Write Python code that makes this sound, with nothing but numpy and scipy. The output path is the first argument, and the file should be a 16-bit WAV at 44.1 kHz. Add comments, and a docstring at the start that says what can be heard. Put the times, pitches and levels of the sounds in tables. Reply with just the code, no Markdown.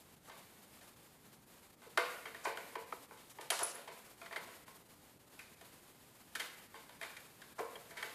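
"""A hard-walled kitchen, a phone microphone a metre from a parrot on an appliance's plastic lid.
Rumble and wavering hiss come first. The beak slides, lets go and pecks: each contact is a rattle of
slips that rings the lid and its hollow shell, and the walls add a tail. The loudest peck lands at 2 s.
At 3.5 s the beak drags across the lid and flicks a thin metal latch. The pecks thin out around 5 s,
then gather again to the end."""
import sys
import numpy as np
from scipy import signal
from scipy.fft import rfft, irfft
from scipy.io import wavfile
from scipy.ndimage import uniform_filter1d

SR = 44100
rng = np.random.default_rng(int(sys.argv[2]) if len(sys.argv) > 2 else 0)


def store_wav(level_fs):
    """Save 16-bit WAV to argv[1]."""
    pcm = np.round(np.clip(np.atleast_2d(level_fs), -1, 1) * 32767)
    wavfile.write(sys.argv[1], SR, pcm.T.astype(np.int16))


N = 358974

# colour of the rumble and hiss at the microphone: (frequency [Hz], relative density [dB])
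FLOOR_SPECTRUM = [(15, -18), (25, -19), (43, -12), (103, -4), (234, -1.5), (716, -6), (775, -4.5),
                  (1680, -8.5), (4870, -12.5), (5860, -16), (6700, -13), (9990, -12), (13400, -12),
                  (14500, -16.5)]
# the longest dips of the hiss: (time [s], depth [dB], length [ms])
HISS_DIPS = [(0.207, 9.5, 50), (1.397, 4.5, 75), (1.747, 5, 77), (3.077, 9, 34), (4.654, 12.5, 19),
             (4.844, 5, 33), (5.201, 4, 88), (6.687, 4.5, 39), (7.545, 12, 24), (7.685, 7, 36)]
# the beak slides, pressing harder until it lets go: (start [s], end [s], last level [dB], treble [dB])
PRESSED_SLIDES = [(0.25, 0.293, -56, -7.5), (2.429, 2.453, -48, 2.5), (7.576, 7.596, -34.5, -17.5),
                  (7.946, 7.967, -56, -8), (7.99, 8.033, -54, -19.5)]
# reverberation of the kitchen: (band centre [Hz], t60 [s])
KITCHEN_DECAY = [(450, 0.96), (900, 0.6), (1900, 0.76), (4000, 0.51), (8500, 0.43)]
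# beak and claw contacts: (time [s], level [dB], hardness [dB], panel pitch [Hz], tail [dB], contact [ms])
CONTACTS = [(0.295, -33.5, 0.4, 1170, 0.5, 9.7), (0.314, -40.5, 1, 1150, 0.5, 16),
            (0.809, -41.5, 5, 696, -1.5, 14), (1.818, -44.5, 1.4, 1520, 6, 4),
            (1.851, -41, -6, 490, -7, 11), (1.973, -9.5, -1.7, 1540, -2.1, 7.8),
            (2.254, -27, -2.7, 2203, -1.5, 12), (2.346, -34, -0.2, 1860, 0.5, 3.8),
            (2.452, -18, -2.5, 1070, 1.5, 10.8), (2.572, -25.5, -1.5, 1515, -6, 2.9),
            (2.753, -23.5, -3.4, 1115, -2.5, 8.9), (2.923, -26, -7, 1310, -10, 5.3),
            (3.109, -39, -8, 1560, 0, 4), (3.171, -50, 8, 980, 6, 14), (3.295, -53, 14.5, 1100, -12, 35),
            (3.385, -32.5, -3.5, 980, 2, 5), (3.409, -32, 6.5, 496, -1.5, 12),
            (3.502, -14.5, 7, 730, -4, 8.8), (3.59, -28, 8, 1290, -1.5, 6.3),
            (3.61, -31, -9.5, 710, 1.9, 7.1), (3.631, -54, 19, 910, -8, 18),
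            (3.746, -46.5, 2.3, 865, 16, 18), (3.874, -29, -0.2, 1060, 0, 14),
            (4.214, -36.5, 2.2, 1400, 3, 6.1), (4.259, -33, -0.5, 2130, -20, 12),
            (4.308, -41.5, 0.2, 1130, 14, 9.5), (4.326, -30, -2, 2050, -22, 8),
            (4.359, -21.5, -1.8, 2120, -5, 13), (4.469, -35, 3, 685, 1, 17.4),
            (4.679, -40.5, 2, 1120, -0.5, 7.8), (5.39, -37, 3, 2550, 0, 9.8),
            (5.61, -37.5, 3.7, 720, -2.1, 9.3), (6.351, -24, 4, 1790, -5, 14),
            (6.395, -22.5, 3, 2210, -2.5, 17.5), (6.741, -40.5, 1.8, 1090, 9.5, 3.9),
            (6.892, -36.5, 1.3, 1100, -1.1, 6.1), (7.012, -32, 2.5, 1860, 5.5, 6.7),
            (7.027, -26, -2, 2130, -9, 15), (7.165, -34.5, 3, 2280, -7.5, 13),
            (7.416, -37, 2.5, 1750, -3, 10.3), (7.595, -23.5, -6.5, 714, -0.8, 9.1),
            (7.754, -32.5, 0, 1130, -6.5, 11.4), (7.906, -37.5, 0.5, 2070, 0.5, 8),
            (7.968, -29, 1.5, 2140, 2, 18), (8.025, -23.5, 0.3, 2150, -1.5, 10)]
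# five registers of a contact, thud, body, knock, click and tick: (low edge [Hz], high edge [Hz])
REGISTER_EDGES = [(340, 620), (620, 1250), (1250, 2400), (2400, 4800), (5500, 12000)]
# the same registers: (level [dB], gain with hardness [dB/dB], length [contact times])
REGISTER_COLOUR = [(-4.5, -1, 2.15), (-1, -0.83, 1.28), (3.5, 0.13, 1.31), (5, 1.24, 0.97), (3, 2, 1.15)]
# modes of the lid's stiff edge: (frequency [Hz], level [dB], nominal t60 [s])
RIM_MODES = [(2451, -30.5, 0.0083), (3245, -35, 0.027), (3860, -37.5, 0.017)]
# modes of the hollow shell: (frequency [Hz], level [dB], nominal t60 [s])
SHELL_MODES = [(454.7, -2, 0.33), (494, -4, 0.45), (677, 3, 0.2), (868, -4.5, 0.47), (982, -6.5, 0.74),
               (1040, -12, 0.52), (1073, -1.5, 0.37), (1220, -13, 0.37), (1480, -27.5, 0.28),
               (1560, -9, 0.27), (1835, 5, 0.035), (2090, -1.5, 0.1), (2260, -5, 0.13)]
# flicks of the latch: (time [s], level [dB])
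LATCH_FLICKS = [(3.502, -35), (3.63, -31.5), (3.748, -47)]
# modes of the thin metal latch: (frequency [Hz], level [dB], t60 [s])
LATCH_MODES = [(7600, -7, .02), (9800, -1, .03), (9990, -10, .15), (10090, -7, .2), (10150, -9, .16),
               (10890, -2, .03)]
# the beak drags across the lid: (time [s], level [dB], treble [dB])
BEAK_DRAG = [(3.505, -82, -3), (3.52, -35.5, -13), (3.57, -58, 6), (3.62, -41.5, -10), (3.66, -64, 7),
             (3.72, -62, 12)]

RUMBLE_DB, HISS_DB, CROSSOVER_HZ = -68.5, -63.5, 350
FLICKER_DB, SHORT_DIPS, SHORT_DIP_DB, SHORT_DIP_MS = 2, 20, 7.5, 18
LIFT_DB, HALF_LIFT_AT_DB, DUCK_DB, HALF_DUCK_AT_DB, PHONE_MEMORY_S = 12.5, -45.5, -9, -46, 0.059
KITCHEN_DB, FIRST_WALL_S, TAIL_WAVER_SHARE = -38.5, 0.012, 0.1
PANEL_DB, PANEL_T60_S, PANEL_SPREAD = -31, 0.035, 0.055  # spread: neighbour modes, as a share of pitch
SHELL_DB, STRIKE_SPOT_DB, BARE_SLIPS_DB = -40.5, 4.5, 2
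FOCUS_DB_PER_OCT, THUD_LATE_MS = 3, 5.495
TOP_HZ = 14750


def undb(db):
    return 10 ** (np.asarray(db) / 20)


def unit(x):
    return x / np.sqrt(np.mean(x ** 2))


def band(x, lo_hz, hi_hz):
    return signal.sosfilt(signal.butter(3, [lo_hz, hi_hz], "band", fs=SR, output="sos"), x)


def waver():
    """The treble flickers at random and dips briefly; returns its gain in dB."""
    t = np.arange(N) / SR
    step = SR // 40
    steps = np.repeat(rng.standard_normal(N // step + 1), step)
    db = FLICKER_DB * uniform_filter1d(steps, step // 2)[:N]
    short = [(when * N / SR, SHORT_DIP_DB, (.5 + size) * SHORT_DIP_MS)
             for when, size in rng.random((SHORT_DIPS, 2))]
    for s, depth_db, length_ms in HISS_DIPS + short:
        db -= depth_db * np.exp(-(2 * (t - s) / (length_ms / 1000)) ** 2)
    return db


def phone_reaction(x, half_at_db):
    """How far the phone reacts, from 0 to 1, to the level it has just heard."""
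    keep = np.exp(-1 / (PHONE_MEMORY_S * SR))
    level = np.sqrt(signal.lfilter([1 - keep], [1, -keep], x ** 2))
    return level / (level + undb(half_at_db))


def rumble_and_hiss(heard, waver_db):
    """The noise floor: the phone lets more hiss through with sound and ducks the rumble under clicks."""
    hz = np.arange(N // 2 + 1) * SR / N + 1
    knots_hz, knots_db = np.transpose(FLOOR_SPECTRUM)
    noise = rfft(rng.standard_normal(N)) * undb(np.interp(np.log(hz), np.log(knots_hz), knots_db))
    bass_share = 1 / (1 + (hz / CROSSOVER_HZ) ** 2)
    rumble, hiss = unit(irfft(noise * bass_share, N)), unit(irfft(noise * (1 - bass_share), N))
    lift_db = LIFT_DB * phone_reaction(heard, HALF_LIFT_AT_DB)
    duck_db = DUCK_DB * phone_reaction(band(heard, 3300, 11000), HALF_DUCK_AT_DB)
    return undb(RUMBLE_DB + duck_db) * rumble + undb(HISS_DB + lift_db + waver_db) * hiss


def beak_scrapes():
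    """Dense uneven slips as the beak slides on the plastic: one drag and several swelling slides."""
    t = np.arange(N) / SR
    grit = rng.standard_normal(N) * undb(2.0 * rng.exponential(size=N))
    low, high = unit(band(grit, 540, 1640)), unit(band(grit, 4500, 9200))
    times, *columns = np.transpose(BEAK_DRAG)
    db, treble_db = [np.interp(t, times, column) for column in columns]
    dragging = (t > times[0]) & (t < times[-1])
    out = dragging * undb(db) * (low + undb(treble_db) * high)
    for start, end, db, treble_db in PRESSED_SLIDES:
        pressure = (t < end) * np.clip((t - start) / (end - start), 0, 1) ** 2
        out += pressure * undb(db) * (low + undb(treble_db) * high)
    return out


def kitchen(x):
    """Dense echoes reach the microphone from hard walls, each band dying at its own rate."""
    t = np.arange(int(.8 * SR)) / SR
    tail = 0
    for hz, t60 in KITCHEN_DECAY:
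        tail += band(rng.standard_normal(len(t)), hz / 1.5, hz * 1.5) * 1000. ** (-t / t60)
    tail *= np.clip(t / FIRST_WALL_S, 0, 1) ** 2
    return undb(KITCHEN_DB) * signal.fftconvolve(x, tail)[:N]


def slips(contact_ms):
    """A short rattle of even colour, rising fast and dying with the contact."""
    progress = np.arange(4096) / SR / (contact_ms / 1000)
    shape = progress ** 0.62 * np.exp(-2.2 * progress)
    spectrum = rfft(shape * rng.standard_normal(len(shape)))
    return np.sqrt(shape) * irfft(spectrum / np.abs(spectrum))


def ring(modes, spot_db=0):
    """Impulse response of decaying modes; where the blow lands scatters their levels by spot_db."""
    hz, db, t60 = np.transpose(modes)[:, :, None]
    if spot_db:
        db = db + spot_db * rng.standard_normal(db.shape)
    t = np.arange(SR // 2) / SR
    decay = 1000. ** (-t / np.clip(t60, .01, .6))
    return np.sum(undb(db) * np.sin(2 * np.pi * hz * t) * decay, axis=0)


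def peck(hardness_db, panel_hz, tail_db, contact_ms):
    """Slips in five registers ring panel, rim and shell; returns direct sound and the feed to the walls."""
    burst = 0
    for (lo, hi), (db, lean, stretch) in zip(REGISTER_EDGES, REGISTER_COLOUR):
        part = band(slips(stretch * contact_ms), lo, hi)
        if lo == REGISTER_EDGES[0][0]:  # the heavy shell answers last
            part = np.roll(part, int(THUD_LATE_MS * SR / 1000))
        off_pitch_db = FOCUS_DB_PER_OCT * abs(np.log2(np.sqrt(lo * hi) / panel_hz))
        burst += undb(db + lean * hardness_db - off_pitch_db) * part / np.linalg.norm(part)
    panel_modes = [(panel_hz * (1 + side * PANEL_SPREAD), -4.5 * abs(side), PANEL_T60_S)
                   for side in (-1, 0, 1)]
    lid = undb(PANEL_DB) * ring(panel_modes) + ring(RIM_MODES, STRIKE_SPOT_DB)
    lid[0] += 1  # the slips themselves are heard too
    shell = undb(SHELL_DB + tail_db) * ring(SHELL_MODES, STRIKE_SPOT_DB)
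    blow = signal.fftconvolve(burst, lid)
    bare_slips = undb(BARE_SLIPS_DB) * np.pad(burst, (0, len(lid) - 1))
    return blow + signal.fftconvolve(burst, shell), undb(tail_db) * (blow + bare_slips)


def pecks():
    """Beak and claws strike the lid: one row goes straight to the microphone, one to the walls."""
    out = np.zeros((2, N + SR))
    for s, db, *contact in CONTACTS:
        one, at = np.array(peck(*contact)), int(s * SR)
        out[:, at:at + one.shape[1]] += undb(db) * one
    return out[:, :N]


def latch():
    """A thin metal part rings high when flicked and buzzes in its loose seat."""
    out = np.zeros(N + SR)
    for s, db in LATCH_FLICKS:
        flick, at = slips(contact_ms=6.0), int(s * SR)
        ting = signal.fftconvolve(flick / np.linalg.norm(flick), ring(LATCH_MODES, spot_db=1.3))
        out[at:at + len(ting)] += undb(db) * ting
    buzz = 1.15 + 0.63 * unit(band(rng.standard_normal(N), 25, 390))
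    return out[:N] * buzz


def scene():
    """Mono, a metre from the lid: the parrot, the kitchen's tail and the noise floor."""
    direct, to_walls = pecks()
    rasp, ting, waver_db = beak_scrapes(), latch(), waver()
    tail = kitchen(to_walls + rasp + undb(-2) * ting)  # the small latch sends less to the walls
    tail *= undb(TAIL_WAVER_SHARE * waver_db)  # the tail wavers along with the hiss
    heard = direct + rasp + ting + tail
    return (heard + rumble_and_hiss(heard, waver_db))[None]


def record(dry):
    """The phone cuts the top of the treble steeply."""
    return signal.sosfilt(signal.ellip(10, .2, 60, TOP_HZ, fs=SR, output="sos"), dry)


dry = scene()
out = record(dry)
store_wav(out)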